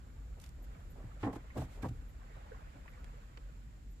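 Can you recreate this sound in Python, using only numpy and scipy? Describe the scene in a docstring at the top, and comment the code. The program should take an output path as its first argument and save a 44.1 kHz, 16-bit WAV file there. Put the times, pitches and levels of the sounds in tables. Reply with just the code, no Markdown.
"""A small boat's hull rumbles low on quiet water at night; the lapping traps small ringing bubbles.
Behind it lie a faint hiss, a far insect chorus and a few very high chirps.
Close by, soles scuff and clothes rustle by friction, and bare feet take three steps on the deck:
each impact excites the low modes of the hull and rings and rattles the loose boards."""
import sys
import numpy as np
from scipy import signal
from scipy.fft import rfft, irfft
from scipy.io import wavfile
from scipy.ndimage import uniform_filter1d

SR = 44100
rng = np.random.default_rng(int(sys.argv[2]) if len(sys.argv) > 2 else 0)


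def wrap_up_sound(samples):
    """Save the sound to the file named by the first command line argument, as 16-bit audio."""
    columns = np.atleast_2d(samples).T
    # keep every value between -1 and 1, then stretch to whole-number steps
    tamed = np.clip(columns, -1, 1)
    steps = np.round(tamed * 32767).astype(np.int16)
    wavfile.write(sys.argv[1], SR, steps)


N = 176400

# left-right coherence, chiefly of the surroundings: f/Hz, coherence/1
AIR_COHERENCE = [(50, 0.96), (250, 0.92), (600, 0.8), (2000, 0.22), (5000, 0.11), (14000, 0.17)]
# left-right coherence, chiefly of sounds on the deck: f/Hz, coherence/1
DECK_COHERENCE = [(50, .99), (400, 0.89), (1000, 0.75), (2000, 0.22), (4000, 0.1), (14000, 0.097)]
# swell of the lapping water: t/s, level/dB
WASH_LEVEL = [(0, -69.5), (.37, -71), (.62, -70.5), (.74, -63), (.92, -69.5), (1.1, -64), (1.45, -64.5),
              (1.75, -64.5), (2.12, -69), (2.35, -62), (2.55, -62.5), (2.8, -64), (3.1, -64), (3.45, -69),
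              (3.75, -74), (4, -89)]
AIR_LAG_S, DECK_LAG_S = 0.000471, 0.00008  # delay of the left channel
WATER_BALANCE_DB = -2.5


def amp(db):
    """Amplitude ratio of a level in decibels."""
    return 10 ** (np.asarray(db) / 20)


def unit(x):
    """Normalisation to rms 1."""
    return x / np.sqrt(np.mean(x ** 2) + 1e-20)


def read(points, hz):
    """Interpolation on a log-frequency axis."""
    f, value = np.transpose(points)
    return np.interp(np.log(hz + 1), np.log(f + 1), value)


def add(mix, s, sound):
    """Superposition of a sound on the mix from time s."""
    part = mix[:, round(s * SR):][:, :sound.shape[-1]]
    part += sound[..., :part.shape[1]]


def pan(db):
    """Channel gains for a level difference, left minus right."""
    return amp(np.array([[db], [-db]]) / 2)


def bump(centre_hz, octaves):
    """A band spectrum whose energy per octave is Gaussian."""
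    return lambda hz: np.exp(-.5 * (np.log2((hz + 1) / centre_hz) / octaves) ** 2) / np.sqrt(hz + 1)


def noise(size, colour, coherence, lag_s):
    """Partially coherent stereo noise of rms 1, the left channel delayed by lag_s."""
    hz = np.fft.rfftfreq(size, 1 / SR)
    common, separate = np.exp(2j * np.pi * rng.random((2, len(hz))))
    share = np.clip(read(coherence, hz), 0, 1)
    left = common * np.exp(-2j * np.pi * hz * lag_s)
    right = share * common + np.sqrt(1 - share ** 2) * separate
    return unit(irfft(np.array([left, right]) * colour(hz), size))


def drift(size, rate_hz):
    """Low-pass random fluctuation of rms 1."""
    hz = np.fft.rfftfreq(size, 1 / SR)
    return unit(irfft(rfft(rng.standard_normal(size)) * np.exp(-(hz / rate_hz) ** 2) * (hz > 0), size))


def ring(modes, t, lowpass):
    """Free vibration as a sum of damped modes; the channels' phases differ more for higher ones."""
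    rad_per_hz = rng.standard_normal((len(modes), 2, 1)) * 0.00048
    return sum((-1) ** k * amp(db - 60 * t / t60) * lowpass(hz)
               * np.sin(2 * np.pi * hz * t + rad_per_hz[k] * hz)
               for k, (hz, db, t60) in enumerate(modes))


def hull_rumble():
    """Forced vibration of the hull on the water: low noise of slowly varying level."""
    # rumble spectrum: f/Hz, relative density/dB
    spectrum = [(10, -27.5), (24, -21), (33, -5.5), (46, 2.5), (62, -4), (85, -13.5), (130, -15),
                (200, -23.5), (262, -24), (340, -32.5), (600, -45), (2000, -57.5)]
    # rumble envelope: t/s, level/dB
    levels = [(0, -48.5), (.7, -48.5), (.9, -45.5), (1.1, -48.5), (1.5, -49.5), (2, -47), (2.3, -51),
              (2.6, -50), (2.851, -49.5), (3.08, -49), (3.4, -50), (4, -49.5)]
    rumble = noise(N, lambda hz: amp(read(spectrum, hz)), AIR_COHERENCE, DECK_LAG_S)
    return rumble * amp(np.interp(np.arange(N) / SR, *np.transpose(levels)))


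def water_wash():
    """Modulated noise: a patchy wash swells as the boat rocks, and slowly brightens."""
    # wash spectrum: f/Hz, relative density/dB
    spectrum = [(150, -20), (480, 0.5), (800, -1.5), (1500, -2), (2200, -7.5), (3000, -13.5), (5000, -22),
                (12000, -32.5)]
    steady = noise(N, lambda hz: amp(read(spectrum, hz)), AIR_COHERENCE, AIR_LAG_S)
    hz, t, cells = signal.stft(steady, SR, nperseg=512)
    patches = uniform_filter1d(rng.standard_normal(cells.shape[1:]), size=4, axis=0)
    patch_db = 2 * unit(uniform_filter1d(patches, size=4, axis=1))
    octaves = np.log2(np.clip(hz, 400, 2400) / 1000)
    tilt_db = 0.76 * np.outer(octaves, t - t.mean())  # dB per octave, gained each second
    wash = unit(signal.istft(cells * amp(patch_db + tilt_db))[1][:, :N])
    return wash * pan(WATER_BALANCE_DB) * amp(np.interp(np.arange(N) / SR, *np.transpose(WASH_LEVEL)))


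def bubbles():
    """Resonance of trapped air: each bubble rings briefly, rising in pitch, louder as the wash swells."""
    per_s, low_hz, high_hz = 60, 430, 2440
    cycles, rise = 6.4, 0.038  # periods and relative pitch rise in one decay time
    out, t = np.zeros((2, N)), np.arange(2 ** 12) / SR
    for when, pitch, strength, side in rng.random((round(per_s * N / SR), 4)):
        s, hz = when * N / SR, low_hz * (high_hz / low_hz) ** pitch
        lag_s = np.array([[AIR_LAG_S * 2 * side], [0]])
        age = np.maximum(t - lag_s, 0) * hz / cycles  # in decay times
        excess_db = 2 + 2.5 * min(-np.log(1 - strength), 2)
        db = np.interp(s, *np.transpose(WASH_LEVEL)) + excess_db
        envelope = (1 - np.exp(-10 * age)) * np.exp(-age)
        add(out, s, amp(db) * envelope * np.sin(2 * np.pi * cycles * age * (1 + rise * age / 2)))
    return out * pan(WATER_BALANCE_DB)


def night_hiss():
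    """Stationary broadband noise, heard as a faint hiss."""
    # hiss spectrum: f/Hz, relative density/dB
    spectrum = [(200, 1), (600, 0.5), (1200, -3), (1900, -4.5), (3000, -8), (5500, -12.5), (8500, -20),
                (11000, -38), (14000, -17.5)]
    return amp(-70.5) * pan(-2) * noise(N, lambda hz: amp(read(spectrum, hz)), AIR_COHERENCE, AIR_LAG_S)


def insect_chorus():
    """Incoherent summation: far insects merge into a narrow noise band whose level flutters."""
    band = noise(N, bump(centre_hz=7240, octaves=0.092), DECK_COHERENCE, lag_s=0)
    return band * amp(-79.5 + drift(N, rate_hz=67))


def scuffs():
    """Sliding friction: grainy noise swells and fades with each slide; a soft sole is duller than cloth."""
    # slides of soles and cloth: t/s, duration/s, level/dB, left minus right/dB, cutoff f/Hz
    slides = [(0.364, 0.039, -60, 0, 700), (0.381, 0.13, -65, 0, 14000), (0.551, .11, -61, -1, 460),
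              (0.631, 0.032, -69.5, -5, 14000), (0.944, 0.1, -56, 0.5, 750), (1.188, 0.11, -59, -2, 7360),
              (1.323, 0.025, -59, -1, 13800), (1.342, 0.034, -59.5, -2, 13800),
              (1.54, 0.13, -57.5, -2.5, 14300), (1.568, 0.025, -53.5, -1, 14000),
              (1.677, 0.13, -65.5, -3, 14000), (1.742, 0.11, -55.5, 0.5, 654),
              (1.819, 0.02, -54, -3.5, 13500), (1.828, 0.057, -60, -1, 14000),
              (1.882, 0.018, -59, -3, 14000)]
    # friction spectrum: f/Hz, relative density/dB
    spectrum = [(300, 5), (1500, 8.5), (3500, 3.5), (5500, -0.5), (8000, 2.5), (10000, -3.5), (14000, 1.5)]
    out, t = np.zeros((2, N)), np.arange(2 ** 13) / SR
    for s, length_s, db, side_db, cutoff_hz in slides:
        colour = lambda hz: amp(read(spectrum, hz)) / (1 + (hz / cutoff_hz) ** 3)
        rub = noise(len(t), colour, DECK_COHERENCE, DECK_LAG_S)
        grains = unit(rub * amp(drift(len(t), rate_hz=720)))  # 1 dB rms of roughness
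        add(out, s, amp(db) * pan(side_db) * grains * np.sin(np.pi * np.minimum(t / length_s, 1)))
    return out


def ticks():
    """Transients: drips and snaps of cloth and gear are short bursts of band noise."""
    # bursts: t/s, level/dB, centre f/Hz, width/octaves, decay time/s
    bursts = [(0.399, -58, 9000, 1.6, 0.0023), (0.414, -59.5, 9000, 1, 0.0042),
              (.439, -52.5, 5000, 1.9, 0.0023), (0.462, -57.5, 5500, 1, 0.0015),
              (.491, -59, 8000, 0.76, 0.0013), (1.2306, -51, 2600, 0.37, 0.005),
              (1.502, -56.5, 2090, 0.16, 0.0071), (1.827, -55, 2290, 0.032, 0.0039),
              (2.511, -49.5, 468, 0.14, 0.014), (2.518, -59, 1560, 0.14, 0.007),
              (2.546, -58, 1050, 0.12, 0.0081), (2.878, -52.5, 2100, 0.27, 0.0038),
              (3.043, -54.5, 1900, 1.7, 0.0023), (3.3728, -50.5, 1880, 0.98, 0.0027)]
    out, t = np.zeros((2, N)), np.arange(2 ** 12) / SR
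    for s, db, hz, octaves, decay_s in bursts:
        envelope = np.sqrt(2 * t / decay_s) * np.exp(.5 - t / decay_s)
        add(out, s, amp(db) * envelope * noise(len(t), bump(hz, octaves), AIR_COHERENCE, AIR_LAG_S))
    return out * pan(-4)


def chirps():
    """Linear frequency sweeps: each very high chirp is a short falling tone."""
    # chirps: t/s, starting f/Hz, left level/dB, right level/dB
    calls = [(0.62, 13200, -79, -68), (0.897, 13250, -83, -68.5), (2.08, 12850, -75, -79),
             (2.886, 12800, -76, -85), (3.903, 13300, -73, -86)]
    length_s, fall_hz_per_s = 0.052, 13000
    out, t = np.zeros((2, N)), np.arange(0, length_s, 1 / SR)
    envelope = np.sin(np.pi * np.sqrt(t / length_s)) ** 2
    for s, hz, left_db, right_db in calls:
        tone = np.sqrt(2) * np.sin(2 * np.pi * (hz - fall_hz_per_s * t / 2) * t)
        add(out, s, amp([[left_db], [right_db]]) * envelope * tone)
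    return out


def steps():
    """Impact excitation: each blow rings the hull and rattles the boards; a planted foot damps the boards."""
    # foot blows and board knocks: t/s, hull level/dB, board level/dB, clatter level/dB,
    # cutoff f/Hz, rise time/s, struck spot f/Hz, factor on the boards' T60/1
    blows = [(1.04, -43.5, -65, -56.5, 900, 0.0027, 300, 0.54),
             (1.2303, -36.5, -38, -41, 2700, 0.00067, 415, 0.72),
             (1.236, -76, -37, -40, 1650, 0.0013, 1060, 1), (1.249, -39, -57, -38, 2000, 0.0011, 804, 0.8),
             (1.2631, -59, -33.5, -39, 1000, 0.0044, 820, 0.93),
             (1.271, -62, -47, -35.5, 1300, 0.002, 458, 0.87),
             (1.295, -49, -52, -43, 1400, 0.0028, 1115, 0.86),
             (1.329, -50.5, -61.5, -44.5, 1600, 0.0041, 433, 1),
             (1.355, -47.5, -53, -45, 2000, 0.0052, 336, 1),
             (1.55, -52, -57, -46.5, 900, 0.0078, 600, 0.61),
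             (1.561, -49, -42, -38.5, 1260, 0.008, 516, 0.54),
             (1.579, -34, -51, -39, 1000, 0.0043, 192, 0.67),
             (1.593, -35, -47.5, -41.5, 550, 0.0022, 248, 0.74),
             (1.616, -39, -49, -42, 1200, 0.0034, 644, 0.96),
             (1.83, -37.5, -41, -44, 1760, 0.0017, 1602, 0.5),
             (1.844, -39, -46, -37.5, 1300, 0.0013, 950, 0.59),
             (1.851, -38.5, -41.5, -40.5, 970, 0.0017, 505, 0.68),
             (1.882, -36.5, -58, -63, 352, 0.0047, 170, 0.38),
             (1.908, -43, -51, -53, 500, 0.0028, 235, 0.33),
             (2.014, -68, -58.5, -69, 577, 0.0033, 269, 0.62),
             (2.362, -51.5, -64, -55.5, 1000, 0.0063, 630, 0.73),
             (2.755, -54, -60, -60.5, 786, 0.0056, 483, 0.66),
             (3.372, -74, -65, -59, 1500, 0.0011, 515, 0.44)]
    # hull modes: f/Hz, relative level/dB, T60/s
    hull_modes = [(70.5, -7, 0.37), (112.1, 5.5, 0.13), (131.1, -0.5, 0.128), (169.6, -7, 0.18)]
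    # deck board modes: f/Hz
    board_hz = [268, 312, 439, 485, 508, 598, 678, 744, 801, 950, 1035, 1127, 1450, 1537, 1778, 1916, 2317]
    # the same modes: relative level/dB, free T60/s
    board_decays = [(2.5, 0.19), (-1.5, 0.18), (-11, 0.23), (-6.5, 0.17), (-5.5, 0.095), (-32, 0.061),
                    (-18, 0.39), (-13.5, 0.2), (-8, 0.16), (-44, 0.092), (-18, 0.24), (-8, 0.14),
                    (-21, 0.086), (-21, 0.22), (-16, .13), (-15.5, 0.12), (-16, 0.25)]
    # rattle spectrum of loose boards: f/Hz, relative density/dB
    spectrum = [(40, 2), (150, 4.5), (280, 10.5), (480, 0.5), (600, -1), (800, 4), (1120, -4.5), (1350, -7),
                (2000, -8.5), (3000, -20), (6000, -32), (14000, -20)]
    rattle_decay_s, tail_db, tail_decay_s = 0.014, -29.5, 0.034
    spot_db, spot_t60_s = 1, 0.073
    out, t = np.zeros((2, N)), np.arange(SR // 3) / SR
    for s, hull_db, board_db, clatter_db, cutoff_hz, rise_s, spot_hz, t60_factor in blows:
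        lowpass = lambda hz: 1 / np.sqrt(1 + (hz / cutoff_hz) ** 4)
        rattle = noise(len(t), lambda hz: amp(read(spectrum, hz)) * lowpass(hz), DECK_COHERENCE, DECK_LAG_S)
        fade = np.exp(-np.maximum(t - rise_s, 0) / rattle_decay_s)
        tail = amp(tail_db) * np.exp(-t / tail_decay_s)
        spot = ring([(spot_hz, spot_db, spot_t60_s)], t, lowpass)
        clatter = amp(clatter_db) * (rattle * (fade + tail) + spot)
        thud = amp(hull_db) * ring(hull_modes, t, lowpass)
        board_modes = [(hz, db, t60 * t60_factor) for hz, (db, t60) in zip(board_hz, board_decays)]
        boards = amp(board_db) * ring(board_modes, t, lowpass)
        add(out, s, (thud + boards + clatter) * np.minimum(t / rise_s, 1))
    return out * pan(-0.5)


def scene():
    """Superposition of the sounds on deck, the water and the night."""
    deck = steps() + scuffs() + ticks()
    water = hull_rumble() + water_wash() + bubbles()
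    night = night_hiss() + insect_chorus() + chirps()
    return deck + water + night


def record(dry):
    """Band limiting by a linear-phase low-pass filter."""
    cutoff_hz = 14350
    lowpass = signal.firwin(511, cutoff_hz, window=("kaiser", 9), fs=SR)
    return signal.oaconvolve(dry, lowpass[None], "same")


dry = scene()
out = record(dry)
wrap_up_sound(out)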